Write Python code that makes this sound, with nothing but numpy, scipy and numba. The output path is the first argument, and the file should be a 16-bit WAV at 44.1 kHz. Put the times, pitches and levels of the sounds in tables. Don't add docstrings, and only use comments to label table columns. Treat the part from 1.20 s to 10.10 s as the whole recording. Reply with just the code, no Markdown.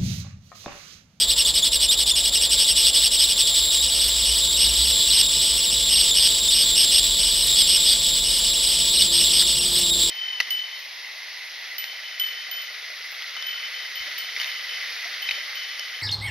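import sys
import numpy as np
from scipy import signal
from scipy.fft import rfft, irfft, next_fast_len
from scipy.io import wavfile
from scipy.ndimage import uniform_filter1d, map_coordinates
from numba import njit

SR = 44100
rng = np.random.default_rng(int(sys.argv[2]) if len(sys.argv) > 2 else 0)


def wav_out(sig):
    wavfile.write(sys.argv[1], SR, np.round(np.clip(np.atleast_2d(sig).T, -1, 1) * 32767).astype(np.int16))


N = 392490

# freq_hz, density_db
AIR_SPECTRUM = [(100, -12.5), (140, -9), (280, -7.5), (420, -5), (540, -1), (660, -4), (850, -6.5),
                (1020, -6), (1400, -14.5), (2000, -14.5), (8000, -59)]
# freq_hz, density_db
ROAD_SPECTRUM = [(90, -20.5), (110, -13.5), (136, 4), (165, -6.5), (200, 2.5), (270, -9), (360, -3),
                 (480, -6.5), (700, -31)]
# time_s, level_db
ROAD_LEVEL = [(0, -51.5), (2.5, -51), (3.8, -46), (6, -46), (7.5, -46), (8.9, -41.5)]
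# time_s, level_db
DEEP_LEVEL = [(0.0, -51.5), (0.07, -45), (2.6, -51), (3.2, -48), (4.31, -51), (4.73, -43), (5.25, -51),
              (5.53, -45.5), (5.62, -64), (5.75, -42), (5.97, -36), (6.57, -47), (7.11, -38), (8.03, -52),
              (8.18, -52), (8.9, -44)]
# time_s, level_db
DRONE_LEVEL = [(0, -41), (1.2, -41.5), (2.2, -44.5), (2.6, -39.5), (3.15, -34), (3.32, -40), (3.55, -30),
               (3.9, -41), (4.5, -40.5), (4.73, -40), (5, -43), (6.7, -44), (7.3, -46), (7.7, -44),
               (8.9, -41)]
# freq_hz, density_db
DEEP_SPECTRUM = [(15, -34), (28, -22), (38, -1), (45, -12), (60, -34), (200, -66)]
DRONE_SPECTRUM = [(35, -41), (50, -6.5), (58, 3.0), (65, -12.0), (80, -27), (250, -48)]
# time_s, pitch_hz, level_db
ENGINE = [(7.2, 169.3, -70.5), (7.68, 170.6, -50), (7.95, 171.5, -40.5), (8.1, 172, -43),
          (8.32, 173.5, -49), (8.52, 177, -37.5), (8.9, 172.6, -43.5)]
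# freq_hz, t60_s
ROOM_DECAY = [(500, 0.078), (4000, 0.16), (14000, 0.021)]
# freq_hz, density_db
SNAP_SPECTRUM = [(400, -14), (1500, 12.5), (5000, 8), (10000, 0), (15800, -24)]
# rate_hz, widest_gap_at_s
SWAY_MODES = [(11.5, .0235), (4.97, .211)]
# time_s, depth_gap
FAST_SWAY = [(0, 0.61), (.9, 0.59), (1.499, .47), (2.2, .38), (2.6, .05), (3, 0.05)]
# time_s, depth_gap
SLOW_SWAY = [(0, 0.04), (.7, 0.02), (1.35, .18), (1.95, .36), (2.25, .1), (2.6, 0.03)]
# end_s, first_gap, last_gap, flared_top_s, level_db, snap_db
STRETCHES = [(1.28, .42, .34, 0, -19, -70), (2.13, .33, 0.53, 0.001, -17.5, -70),
             (2.55, .24, .2, 0, -18.5, -70), (2.893, 0.027, 0.83, 0.0011, -19.5, -32),
             (3.188, .17, 0.59, 0.0083, -19.5, -46), (3.471, 0.096, .2, 0.094, -19.5, -32),
             (3.711, 0.39, 0.67, 0.0039, -18.5, -35), (4.019, 0.24, .2, 0.13, -18, -32),
             (4.388, 0.054, 0.58, 0.0038, -19.5, -39), (4.817, .48, .03, .13, -19, -39),
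             (5.075, 0.19, .1, 0.14, -19.5, -34), (5.438, 0.21, .2, .14, -19, -32),
             (5.648, 0.33, .1, 0.1, -18, -31), (5.798, .12, .3, 0.094, -17.5, -46),
             (6.274, 0.057, .78, 0, -19.5, -40), (6.423, .25, .2, 0.078, -17, -34.5),
             (6.573, .2, .05, 0.11, -18.5, -32), (6.738, 0.34, .1, 0.11, -18.5, -32),
             (6.9, 0.37, 0.16, 0, -19.5, -60), (7.201, .08, .76, 0, -19.5, -32),
             (7.527, 0.021, .68, 0, -19.5, -36), (7.827, 0.32, .15, 0.12, -19, -45),
             (8.018, 0.42, .15, 0.11, -19, -46), (8.225, .27, .1, .12, -18, -28),
             (8.603, .15, 0.87, 0, -19, -37), (8.95, .17, 0.077, 0, -19.5, -75)]
# start_s, length_s, pitch_hz, glide_hz, target_level_db
CHIRPS = [(.251, 0.0098, 3350, 421.5, -15), (.425, 0.019, 3337, 390, -15), (0.688, 0.023, 3480, 374.5, -15),
          (.842, 0.016, 3555, -89, -29), (.911, .009, 3580, -55, -12.5), (.938, .015, 3321, 240, -21.5),
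          (4.069, .014, 3730, 14.5, -21), (4.912, .01, 3525, 146, -14.5),
          (5.285, 0.013, 3590, 100.5, -14.5), (8.705, 0.025, 3730, 55, -19)]
# spacing_ms, scatter_ms, next_short_odds, next_middle_odds, next_long_odds
NARROW = [(.133, .004, .29, .65, .06), (.269, .0045, .21, .775, .015), (.364, .01, .13, .63, .24)]
# spacing_ms, scatter_ms, next_short_odds, next_middle_odds, next_long_odds
WIDE = [(.119, .005, .62, .16, .22), (.249, .004, .005, .335, .66), (.361, .004, .005, .42, .575)]
LONG_WAITS = [(0, .8), (.22, .9), (.43, 1.9), (.74, .6), (1, 1.4)]
# freq_hz, gain_db
SPARK_SPECTRUM = [(300, -39), (1200, -17.5), (1750, -10), (2400, -6.5), (3000, -1.2), (3700, 4), (5200, 3),
                  (6400, -10.5), (8000, -3), (9300, -8.5), (10400, -11.5), (11200, -9.5), (12200, -20.5),
                  (13000, -24), (15400, -18)]
# freq_hz, gain_db
SIZZLE_SPECTRUM = [(1200, -9.5), (2000, -1.5), (5000, -7), (9000, 10), (13000, -7.5), (15800, -18)]
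# centre_hz, width_hz, gain_db
BENCH = [(2480, 62, 5.5), (2644, 190, -6.5), (2973, 123, 7.5), (3037, 180, -4.5), (3380, 200, 4.5),
         (4416, 98, -10), (4560, 89, 7.5), (5140, 140, 4.5)]

TOP_HZ = 15750
FLARE_GAP, FLARE_ENTRY_S, FLARE_DB, FLARE_GROWS_DB = 1.0, .04, 2.15, 1.5
LOUDER_DB, SIZZLIER_DB = 0.5, 20
STRAIN_DB, STRAIN_S = 9, .025
SIZZLE_DB, FLARE_CALMS_DB = -40.5, 9.5
SWAY_SIZZLE_DB = 3.5
SWAY_FEED = 1.52
HISS_HZ, HISS_HZ_PER_GAP, HISS_TOP_HZ, HISS_WIDTH_HZ, HISS_DB = 10100, 4900, 13400, 980, -5


def amp(db):
    return 10 ** (np.asarray(db) / 20)


def unit(x):
    return x / np.sqrt(np.mean(x ** 2) + 1e-20)


def even(x, size=900):
    return x / np.sqrt(np.abs(uniform_filter1d(x ** 2, size)) + 1e-12)


def along(points, hz):
    f, v = np.transpose(points)
    return np.interp(np.log(hz + 1), np.log(f + 1), v)


def curves(rows):
    s, *columns = np.transpose(rows)
    return [np.interp(np.arange(N) / SR, s, column) for column in columns]


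def wobble(rate_hz):
    knots = rng.standard_normal(int(N * rate_hz / SR) + 4)
    return map_coordinates(knots, [np.arange(N) * rate_hz / SR])


def coloured(x, colour_db):
    m = 2 * next_fast_len(N // 2 + SR // 4)
    cepstrum = irfft(np.log(amp(colour_db(np.fft.rfftfreq(m, 1 / SR)))))
    cepstrum[1:m // 2] *= 2
    cepstrum[m // 2 + 1:] = 0
    return irfft(rfft(x, m) * np.exp(rfft(cepstrum)))[:N]


def noise(spectrum):
    return unit(coloured(rng.standard_normal(N), lambda hz: along(spectrum, hz)))


def clicks(at, sizes):
    taps = np.floor(at).astype(int)[:, None] + np.arange(-7, 9)
    d = taps - at[:, None]
    shape = np.sinc(d) * np.cos(np.pi * d / 16) ** 2
    return np.bincount(np.clip(taps, 0, N).ravel(), (sizes[:, None] * shape).ravel(), N + 1)[:N]


def far_engine():
    pitch_hz, level_db = curves(ENGINE)
    turn = 2 * np.pi * np.cumsum(pitch_hz + 0.76 * wobble(18)) / SR
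    return amp(level_db) * (np.sin(2 * turn) + 0.41 * np.sin(turn))


def background(air_db=-43):
    deep_db, drone_db = curves(DEEP_LEVEL)[0], curves(DRONE_LEVEL)[0]
    deep = amp(deep_db) * even(noise(DEEP_SPECTRUM), size=9000)
    drone = amp(drone_db) * even(noise(DRONE_SPECTRUM), size=9000)
    engine = far_engine()
    road = amp(curves(ROAD_LEVEL)[0]) * noise(ROAD_SPECTRUM)
    air = amp(air_db) * noise(AIR_SPECTRUM)
    return air + road + deep + drone + engine


def room(x):
    hz, t, z = signal.stft(rng.standard_normal(SR // 3), SR, nperseg=256)
    decay_db = -60 * t / along(ROOM_DECAY, hz)[:, None]
    tail = signal.istft(z * amp(decay_db), SR, nperseg=256)[1]
    response = np.pad(tail / np.linalg.norm(tail), (SR // 200, 0))
    return signal.fftconvolve(x, response)[:N]


def strikes(snap_db=0, t60_s=0.024):
    t = np.arange(N) / SR
    envelope = sum(amp(db - 60 * np.abs(t - end_s) / t60_s) for end_s, *_, db in STRETCHES)
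    return amp(snap_db) * envelope * noise(SNAP_SPECTRUM)


def sway():
    t = np.arange(N) / SR
    return sum(curves(depth)[0] * np.cos(2 * np.pi * rate_hz * (t - widest_s))
               for depth, (rate_hz, widest_s) in zip((FAST_SWAY, SLOW_SWAY), SWAY_MODES))


def arc_path():
    t = np.arange(N) / SR
    ends = np.array(STRETCHES)[:, 0]
    which = np.minimum(np.searchsorted(ends, t), len(ends) - 1)
    end, first, last, flare_s, db, _ = np.array(STRETCHES)[which].T
    start, flare_at = np.append(0, ends)[which], end - flare_s
    progress = np.clip((t - start) / np.maximum(flare_at - start, 1e-6), 0, 1)
    gap = first + (last - first) * progress

    in_flare_s = np.maximum(t - flare_at, 0)
    opened = np.minimum(in_flare_s / FLARE_ENTRY_S, 1)
    gap = gap + opened * (FLARE_GAP - gap)
    swell = (in_flare_s / np.maximum(flare_s, 1e-6)) ** 2
    db = db + LOUDER_DB * (gap - .5) + FLARE_DB * opened + FLARE_GROWS_DB * swell

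    strain = np.clip(gap, 0, 1) * np.exp(-np.abs(end - t) / STRAIN_S)
    sizzle_db = SIZZLE_DB + SIZZLIER_DB * (gap - .5) - FLARE_CALMS_DB * opened + STRAIN_DB * strain
    return gap, db, sizzle_db


def arc_state(sway_gap=.85, wander=.08, drift=.07, drift_db=0.87, flicker_db=1.5, calm_db=5):
    t = np.arange(N) / SR
    gap, db, sizzle_db = arc_path()
    swing, stumble = sway(), wobble(28)
    swing_db = 10 * np.log10(np.maximum(1 + SWAY_FEED * swing, .1))
    gap = np.clip(gap + sway_gap * swing + drift * stumble + wander * wobble(110), -.3, 1.05)
    db = db + swing_db + drift_db * stumble + flicker_db * wobble(520)

    chirp_hz = np.zeros(N)
    for start_s, length_s, pitch_hz, glide_hz, chirp_db in CHIRPS:
        inside = (t > start_s) & (t < start_s + length_s)
        chirp_hz[inside] = pitch_hz + glide_hz * (t[inside] - start_s) / length_s
        locked = uniform_filter1d(1. 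* inside, size=560)
        db = db + locked * (chirp_db - db)
        sizzle_db = sizzle_db - locked * calm_db
    sizzle_db = sizzle_db + swing_db + SWAY_SIZZLE_DB * curves(FAST_SWAY)[0]
    return gap, db, sizzle_db, chirp_hz


@njit
def spark_times(gap, lean, chirp_hz, narrow, wide, dice, scatter):
    at, now, kind, n = np.zeros(len(dice)), 0., 1, 0
    while now < len(gap) and n < len(dice):
        at[n] = now
        g, pitch_hz = gap[int(now)], chirp_hz[int(now)]
        rules = narrow + min(max(g, 0.), 1.) * (wide - narrow)
        rules[:, 4] *= lean[int(now)]
        odds = np.cumsum(rules[kind, 2:])
        kind = int(np.sum(odds[:2] < dice[n] * odds[2]))
        spacing_ms = narrow[kind, 0] + g * (wide[kind, 0] - narrow[kind, 0])
        wait_ms = spacing_ms + rules[kind, 1] * scatter[n]
        if pitch_hz > 0:
            kind = 1
            wait_ms = 1000 / pitch_hz + narrow[1, 1] * scatter[n]
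        now += wait_ms * SR / 1000
        n += 1
    return at[:n]


def weak_sparks(at, gap, narrow_size=0.22, wide_size=0.073):
    waits = np.diff(at)
    crests = np.round(waits / (WIDE[0][0] * SR / 1000) - .1)
    step = waits / np.maximum(crests, 1)
    times = np.concatenate([(at[:-1] + k * step)[crests > k] for k in (1, 2)])
    here = times.astype(int)
    sizes = np.interp(gap[here], [0, 1], [narrow_size, wide_size])
    return times, sizes * np.exp(0.53 * wobble(700)[here])


def rising_hiss(gap):
    hz = np.minimum(HISS_HZ + HISS_HZ_PER_GAP * gap, HISS_TOP_HZ)
    turn = 2 * np.pi * np.cumsum(hz) / SR
    band = [(HISS_WIDTH_HZ / 3, 0), (HISS_WIDTH_HZ, -15), (HISS_WIDTH_HZ * 4, -60)]
    return unit(noise(band) * np.cos(turn) + noise(band) * np.sin(turn))


def bench_db(hz):
    return sum(gain_db / (1 + (2 * (hz - centre_hz) / width_hz) ** 2) for centre_hz, width_hz, gain_db in BENCH)


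def arc(level_db=-0.02, sputter_db=2.0):
    gap, db, sizzle_db, chirp_hz = arc_state()
    mood = np.exp(.95 * wobble(80))
    lean = mood * np.interp(gap, *np.transpose(LONG_WAITS))
    dice, scatter = rng.random(N // 4), rng.standard_normal(N // 4)
    at = spark_times(gap, lean, chirp_hz, np.array(NARROW), np.array(WIDE), dice, scatter)
    sizes = np.exp(.1 * rng.standard_normal(len(at)))
    streamer_signs = rng.choice([-1., 1.], len(at))

    pushes = clicks(at, sizes) + clicks(*weak_sparks(at, gap))
    buzz = coloured(pushes, lambda hz: along(SPARK_SPECTRUM, hz) + bench_db(hz))
    streamers = clicks(at, streamer_signs)
    sizzle = unit(coloured(streamers, lambda hz: along(SIZZLE_SPECTRUM, hz) + bench_db(hz)))
    sizzle = sizzle + amp(HISS_DB) * rising_hiss(gap)
    return amp(db + level_db) * even(buzz) + amp(sizzle_db + sputter_db * wobble(420)) * sizzle


def scene(room_db=-15):
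    near = arc() + strikes()
    mono = near + amp(room_db) * room(near) + background()
    return np.array([mono, mono])


def record(dry):
    m = next_fast_len(N + SR // 2)
    kept = np.fft.rfftfreq(m, 1 / SR) < TOP_HZ
    return irfft(rfft(dry, m) * kept, m)[:, :N]


dry = scene()
out = record(dry)
wav_out(out)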